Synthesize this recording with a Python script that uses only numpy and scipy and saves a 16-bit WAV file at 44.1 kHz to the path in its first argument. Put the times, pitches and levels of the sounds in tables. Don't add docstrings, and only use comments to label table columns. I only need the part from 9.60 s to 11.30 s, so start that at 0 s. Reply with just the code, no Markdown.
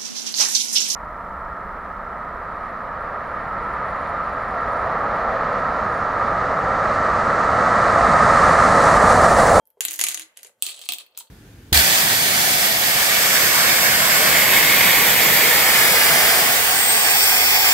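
import sys
import numpy as np
from scipy import signal
from scipy.fft import rfft, irfft
from scipy.io import wavfile

SR = 44100
rng = np.random.default_rng(int(sys.argv[2]) if len(sys.argv) > 2 else 0)


def voltage_ratio(decibels):
    exponent = np.asarray(decibels, float) / 20
    return 10 ** exponent


def dump_mix(stems):
    frames = np.atleast_2d(stems).T
    limited = np.clip(frames, -1, 1)
    pcm = np.round(limited * 32767).astype(np.int16)
    wavfile.write(sys.argv[1], SR, pcm)


N = 74970


def in_time(rows):
    s, *columns = np.transpose(rows)
    return [np.interp(np.arange(N) / SR, s, column) for column in columns]


def drift(rate_hz):
    knots = rng.standard_normal(int(rate_hz * N / SR) + 2)
    return np.interp(np.arange(N) * rate_hz / SR, np.arange(len(knots)), knots)


def butter(x, order, hz, kind):
    return signal.sosfilt(signal.butter(order, hz, kind, fs=SR, output="sos"), x)


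def cut(x, hz, kind):
    return butter(x, 2, hz, kind)


APART_HZ = 1230
MODE_SCATTER_DB, EAR_SCATTER_DB = 3.0, 3.0


def strike(s, db, modes):
    out = np.zeros((2, N))
    at = (np.asarray(s) * SR).astype(int)
    draws = rng.standard_normal((len(at), len(modes), 2))
    for k, (hz, level_db, t60) in enumerate(modes):
        shared_db = MODE_SCATTER_DB * draws[:, k, 0]
        apart_db = EAR_SCATTER_DB * min(hz / APART_HZ / 2, 1) * draws[:, k, 1]
        clicks = np.full((2, N), 1e-18)
        polarity = (-1) ** k
        clicks[:, at] = voltage_ratio(db + level_db + shared_db + apart_db * [[.5], [-.5]]) * polarity
        radius = voltage_ratio(-60 / (t60 * SR))
        angle = 2 * np.pi * hz / SR
        resonator = [1, -2 * radius * np.cos(angle), radius * radius]
        out += signal.lfilter([0, np.sin(angle)], resonator, clicks)
    return out


# (frequency [Hz], level [dB], t60 [s])
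BOARD_MODES = [(260.3, -44, 0.051), (370, -44, 0.066), (470, -48.5, 0.028), (718, -42, 0.094),
               (900, -40, 0.031), (1210, -37.5, 0.042)]
PIT_LOW_HZ, WOOD_TOP_HZ = 650, 5600
GLASS_LOW_HZ, EDGE_HZ = 3500, 11500
STONE_SCATTER, LONGEST_GLASS_RING_S = .081, .006


def touches(rows, wood, glass, board_db=0):
    s, wood_db, *glass_db = np.transpose(rows)
    knock = cut(strike(s, wood_db, wood), PIT_LOW_HZ, "high")
    knock += strike(s, wood_db + board_db, BOARD_MODES)
    body_modes, edge_modes = [], []
    for hz, db, t60 in glass:
        stone_hz = hz * (1 + STONE_SCATTER * rng.uniform(-0.59, 1))
        mode = (stone_hz, db, min(t60, LONGEST_GLASS_RING_S))
        (body_modes if hz < EDGE_HZ else edge_modes).append(mode)
    body = cut(strike(s, glass_db[0], body_modes), EDGE_HZ, "low")
    edge = cut(strike(s, glass_db[-1], edge_modes), EDGE_HZ, "high")
    return cut(knock, WOOD_TOP_HZ, "low") + cut(body, GLASS_LOW_HZ, "high") + edge


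# (frequency [Hz], density [dB per Hz])
HUM_SPECTRUM = [(40, 6), (150, -11.5), (330, -17.5), (520, -4.5), (900, -19.5), (1400, -20.5), (3200, -37),
                (16000, -33.5)]
# (frequency [Hz], rms level [dB])
APPLIANCE_TONES = [(888, -82), (3220, -92)]
HUM_DB, GATE_OPEN_DB, GATE_HZ = -70.5, 14, 750


def hum(gate):
    hz = np.arange(N // 2 + 1) * SR / N + 1
    white = rng.standard_normal((3, N))
    spectrum_hz, spectrum_db = np.transpose(HUM_SPECTRUM)
    shape = voltage_ratio(np.interp(np.log(hz), np.log(spectrum_hz), spectrum_db))
    noise = irfft(rfft(white[0] + 0.093 * white[1:]) * shape, N)
    upper = butter(noise, 1, GATE_HZ, "high")
    opened = noise + upper * (voltage_ratio(GATE_OPEN_DB * gate) - 1)
    out = voltage_ratio(HUM_DB + 3.8 * drift(30.32)) * opened / noise.std()
    for tone_hz, db in APPLIANCE_TONES:
        level = np.sqrt(2) * voltage_ratio(db + 2 * drift(11))
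        out += level * np.sin(2 * np.pi * np.cumsum(tone_hz + 11.0 * drift(27)) / SR)
    return out


# (time [s], wood level [dB], glass level [dB])
FINGER_TICKS = [
    (.0548, -80, -41),
    (.0675, -76, -49),
    (.0729, -74, -38),
    (.103, -74, -41),
    (.1062, -59, -60),
]
# (frequency [Hz], level [dB], t60 [s])
HAND_GLASS = [(9700, -0.5, 0.0016), (10500, -11, 0.0015), (13200, -0.5, 0.0029), (15200, -32, .004)]


def finger_ticks():
    return touches(FINGER_TICKS, NEAR_WOOD, HAND_GLASS)


# (time [s], level [dB])
KNOCKS = [
    (.171, -41),
    (0.849, -39.5),
]
# (frequency [Hz], level [dB], t60 [s])
TABLE_MODES = [(397, -15, 0.047), (505, -6, 0.025), (1023.4, -20, .015)]


def knuckle_knocks():
    return strike(*np.transpose(KNOCKS), TABLE_MODES)


# (frequency [Hz], level [dB], t60 [s])
NEAR_WOOD = [(1472, -26, 0.017), (2040, -16, 0.012), (2353, -10, 0.0057), (2986, -4.5, 0.0028),
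             (4010, -6, 0.005), (4790, -8, 0.0017)]
# (frequency [Hz], level [dB], t60 [s])
NEAR_GLASS = [(6800, -5.5, 0.0056), (7780, -7, 0.01), (8930, -5, 0.0024), (9720, -4.5, 0.024),
              (10700, 2, 0.0012), (12370, -5, 0.0051), (13250, -17, 0.011), (15300, -4.5, 0.003)]


def near_pit(rows):
    return touches(rows, NEAR_WOOD, NEAR_GLASS)


# (time [s], wood level [dB], glass level [dB], glass edge level [dB])
FIRST_DROPS = [(0.2072, -11.0, -8.0, -5.0), (0.2141, -27.0, -17.0, -15.0), (0.2206, -29.0, -19.0, -25.0),
               (0.2511, -8.0, -8.0, -3.0), (0.2839, -16.0, -16.0, -27.0), (0.3008, -30.0, -35.0, -38.0),
               (0.3031, -25.0, -27.0, -33.0), (0.3094, -22.0, -18.0, -6.0), (0.3179, -22.0, -20.0, -21.0),
               (0.3318, -26.0, -20.0, -11.0), (0.3392, -25.0, -20.0, -11.0), (0.3433, -34.0, -25.0, -26.0),
               (0.3491, -27.0, -26.0, -27.0), (0.359, -28.0, -22.0, -15.0), (0.3634, -35.0, -27.0, -38.0),
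               (0.3723, -37.0, -31.0, -36.0), (0.3808, -38.0, -31.0, -24.0), (0.3837, -39.0, -31.0, -39.0),
               (0.3905, -22.0, -15.0, -13.0), (0.3938, -11.0, -7.0, -5.0), (0.4033, -16.0, -15.0, -14.0),
               (0.413, -5.0, -3.0, -11.0), (0.4261, -27.0, -21.0, -18.0), (0.4388, -4.0, 1.0, -5.0),
               (0.4467, -18.0, -16.0, -20.0), (0.4674, -11.0, -9.0, -10.0), (0.4728, -20.0, -19.0, -21.0),
               (0.4856, -12.0, -7.0, -11.0), (0.4896, -22.0, -13.0, -10.0), (0.499, -22.0, -20.0, -22.0),
               (0.5078, -16.0, -16.0, -22.0), (0.5151, -20.0, -17.0, -18.0), (0.5207, -20.0, -19.0, -29.0),
               (0.5234, -23.0, -21.0, -30.0), (0.5276, -27.0, -28.0, -29.0), (0.5368, -26.0, -24.0, -38.0),
               (0.5425, -22.0, -21.0, -23.0), (0.5451, -12.0, -11.0, -10.0), (0.552, -25.0, -29.0, -29.0),
               (0.5687, -33.0, -31.0, -48.0), (0.5746, -18.0, -18.0, -21.0), (0.5891, -35.0, -33.0, -49.0),
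               (0.5961, -20.0, -19.0, -24.0), (0.6101, -25.0, -28.0, -29.0), (0.6192, -26.0, -27.0, -35.0),
               (0.6261, -28.0, -32.0, -41.0), (0.6314, -34.0, -37.0, -51.0), (0.6463, -40.0, -47.0, -61.0)]
# (time [s], wood level [dB], glass level [dB], glass edge level [dB])
NUDGES = [(0.7622, -45.0, -63.0, -71.0), (0.7692, -40.0, -49.0, -58.0), (0.7722, -29.0, -26.0, -40.0),
          (0.7907, -33.0, -39.0, -53.0), (0.7949, -37.0, -44.0, -45.0), (0.8082, -44.0, -44.0, -61.0),
          (0.822, -43.0, -44.0, -60.0), (0.8313, -29.0, -24.0, -23.0), (0.8475, -32.0, -30.0, -44.0),
          (0.8607, -34.0, -44.0, -55.0), (0.8653, -37.0, -37.0, -53.0), (0.8698, -41.0, -35.0, -49.0)]


def near_drops(spot):
    return near_pit((FIRST_DROPS + NUDGES)[spot::3])


# (time [s], level [dB])
ROCKING = [(.2, -120), (.22, -29), (.38, -47), (.55, -53), (.64, -50), (.7, -87), (.77, -61.5),
           (.88, -52.5), (.95, -102), (1.02, -53.5), (1.04, -29.5), (1.27, -50), (1.3, -34), (1.43, -52),
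           (1.5, -109), (1.56, -73), (1.6, -34), (1.7, -95)]
ROCKS_PER_S, ROCK_SPREAD_DB, ROCK_GLASS_DB, ROCK_EDGE_DB = 420, 1.5, 0.5, -12


def rocking():
    effort_db, = in_time(ROCKING)
    sizes, chance = rng.exponential(1, N), rng.random(N)
    at = np.flatnonzero(chance < ROCKS_PER_S / SR)
    db = effort_db[at] + ROCK_SPREAD_DB * (np.minimum(sizes[at], 3) - 1)
    rows = np.transpose([(at + .5) / SR, db, db + ROCK_GLASS_DB, db + ROCK_EDGE_DB])
    near = rows[:, 0] < 1
    return near_pit(rows[near]) + far_pit(rows[~near])


# (time [s], level [dB])
ROLL = [
    (.24, -103),
    (.29, -57),
    (.37, -66),
    (.42, -60),
    (.48, -73),
    (.55, -64),
    (.63, -57.5),
    (.69, -76),
]


def rolling():
    db, = in_time(ROLL)
    on = (db != db[0]) & (db != db[-1])
    level = on * np.sqrt(2) * voltage_ratio(db + 0.83 * drift(26))
    roll_hz = 318.8 + 3 * drift(25)
    return level * np.sin(2 * np.pi * np.cumsum(roll_hz) / SR)


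# (frequency [Hz], level [dB], t60 [s])
FAR_WOOD = [(2090, -33, 0.0053), (2602, -17, 0.011), (3225, -7, 0.0052), (4010, -7, 0.0036),
            (4340, -9, 0.009), (4580, -7, 0.0014)]
# (frequency [Hz], level [dB], t60 [s])
FAR_BODY = [(820, -46.5, 0.01), (1500, -40.5, 0.013), (2010, -26.5, 0.0035)]
# (frequency [Hz], level [dB], t60 [s])
FAR_GLASS = [(6600, -2, 0.0014), (7740, -7.5, 0.0085), (8060, -6, 0.0063), (10420, -0.5, 0.0019),
             (11900, -9.5, 0.0061), (12780, -7.5, 0.0031), (14670, 0.5, 0.0029), (15800, -19.5, 0.0086)]


def far_pit(rows):
    return touches(rows, FAR_WOOD + FAR_BODY, FAR_GLASS, board_db=-4)


# (time [s], wood level [dB], glass level [dB], glass edge
# level [dB])
FAR_DROPS = [(1.0233, -9.0, -2.0, -8.0), (1.0537, -20.0, -26.0, -33.0), (1.0652, -12.0, -14.0, -13.0),
             (1.0761, -17.0, -23.0, -34.0), (1.0872, -15.0, -23.0, -28.0), (1.0928, -17.0, -22.0, -27.0),
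             (1.098, -25.0, -27.0, -26.0), (1.1044, -28.0, -33.0, -29.0), (1.1102, -26.0, -33.0, -31.0),
             (1.1136, -25.0, -33.0, -36.0), (1.1182, -21.0, -26.0, -35.0), (1.1211, -29.0, -37.0, -44.0),
             (1.1267, -32.0, -41.0, -44.0), (1.1433, -26.0, -35.0, -42.0), (1.1457, -30.0, -41.0, -47.0),
             (1.1685, -29.0, -36.0, -49.0), (1.1797, -34.0, -42.0, -49.0), (1.1824, -38.0, -47.0, -51.0),
             (1.1923, -23.0, -31.0, -32.0), (1.2078, -40.0, -51.0, -51.0), (1.2148, -27.0, -29.0, -29.0),
             (1.2193, -30.0, -31.0, -35.0), (1.2228, -32.0, -35.0, -38.0), (1.2256, -29.0, -37.0, -38.0),
             (1.2383, -23.0, -37.0, -42.0), (1.2436, -37.0, -33.0, -40.0), (1.2478, -34.0, -35.0, -41.0),
             (1.2516, -36.0, -35.0, -39.0), (1.2561, -26.0, -29.0, -37.0), (1.2627, -25.0, -36.0, -47.0),
             (1.289, -2.0, -11.0, -14.0), (1.3031, -21.0, -29.0, -32.0), (1.3074, -15.0, -21.0, -37.0),
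              (1.3217, -7.0, -15.0, -8.0), (1.3356, -12.0, -18.0, -14.0), (1.3454, -27.0, -27.0, -32.0),
              (1.3576, -30.0, -35.0, -45.0), (1.3846, -18.0, -29.0, -22.0), (1.3922, -29.0, -42.0, -45.0),
              (1.3986, -30.0, -33.0, -45.0), (1.4029, -28.0, -35.0, -44.0), (1.4061, -27.0, -36.0, -49.0),
              (1.4092, -30.0, -35.0, -46.0), (1.4158, -29.0, -38.0, -51.0), (1.4186, -33.0, -40.0, -49.0),
              (1.4642, -36.0, -59.0, -38.0), (1.5115, -50.0, -74.0, -57.0), (1.5226, -49.0, -81.0, -75.0),
              (1.5288, -64.0, -85.0, -76.0), (1.5344, -64.0, -84.0, -79.0), (1.5491, -40.0, -83.0, -63.0),
              (1.5587, -42.0, -80.0, -65.0), (1.5697, -32.0, -46.0, -55.0), (1.5752, -24.0, -18.0, -14.0),
              (1.5881, -32.0, -27.0, -19.0), (1.5956, -38.0, -29.0, -29.0), (1.608, -30.0, -36.0, -30.0),
              (1.6706, -44.0, -67.0, -65.0), (1.6759, -45.0, -63.0, -66.0), (1.6936, -54.0, -73.0, -68.0)]


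def far_drops(spot):
    return far_pit((FAR_DROPS)[spot::3])


# (time [s], level [dB])
SETTLES = [
    (1.5754, -38.5),
    (1.607, -36.5),
]
# (frequency [Hz], level [dB], t60 [s])
PIT_FLOOR = [(933, -14.5, 0.026), (1343, -11.5, 0.015)]


def settling():
    return strike(*np.transpose(SETTLES), PIT_FLOOR)


EARLY_DB, EARLY_T60_S, EARLY_GAP_S = -31.5, 0.037, 0.0013
ROOM_DB, ROOM_T60_S, ROOM_CUT_HZ, ROOM_SIDE_DB = -34, 0.2, 9000, 2
LOW_ROOM_DB, LOW_ROOM_T60_S, LOW_ROOM_HZ = -44.5, 0.75, 1485


def room(x):
    t = np.arange(SR // 2) / SR
    middle, side = rng.standard_normal((2, len(t)))
    noise = middle + voltage_ratio(ROOM_SIDE_DB) * cut(side, APART_HZ, "high") * [[1], [-1]]
    early = noise * voltage_ratio(EARLY_DB - 60 * t / EARLY_T60_S)
    late = butter(noise, 1, ROOM_CUT_HZ, "low") * voltage_ratio(ROOM_DB - 60 * t / ROOM_T60_S)
    low = butter(noise, 2, LOW_ROOM_HZ, "low") * voltage_ratio(LOW_ROOM_DB - 60 * t / LOW_ROOM_T60_S)
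    onset = np.clip(t / EARLY_GAP_S - .3, 0, 1)
    return signal.fftconvolve(x, (early + late + low) * onset, axes=1)[:, :N]


def noise_gate(x):
    knee_db, release_s = -60.5, 0.016
    keep = np.exp(-1 / (release_s * SR))
    power = signal.lfilter([1 - keep], [1, -keep], np.mean(x ** 2, axis=0))
    return power / (power + voltage_ratio(2 * knee_db))


def delay(x, lag_s):
    phase = np.exp(-2j * np.pi * lag_s * SR * np.arange(N // 2 + 1) / N)
    return irfft(rfft(x) * phase, N)


def scene():
    spots = [near_drops(k) + far_drops(k) for k in range(3)]
    spots.append(finger_ticks() + knuckle_knocks() + rocking() + settling())
    direct = sum(spots)
    echoes = sum(room(x) for x in spots)
    direct[0] = delay(direct[0], .000016)
    stones = direct + echoes
    gate = noise_gate(stones)
    board_low_hz = 230
    stones = cut(cut(stones, board_low_hz, "high"), board_low_hz, "high")
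    return stones + rolling() + hum(gate)


def band_limit(x):
    return signal.sosfilt(signal.butter(12, 16640, fs=SR, output="sos"), x)


def record(dry):
    x = cut(np.tanh(dry), 170, "high")
    x = signal.sosfilt(signal.cheby2(8, 40, 16400, fs=SR, output="sos"), x)
    return band_limit(x)


dry = scene()
out = record(dry)
dump_mix(out)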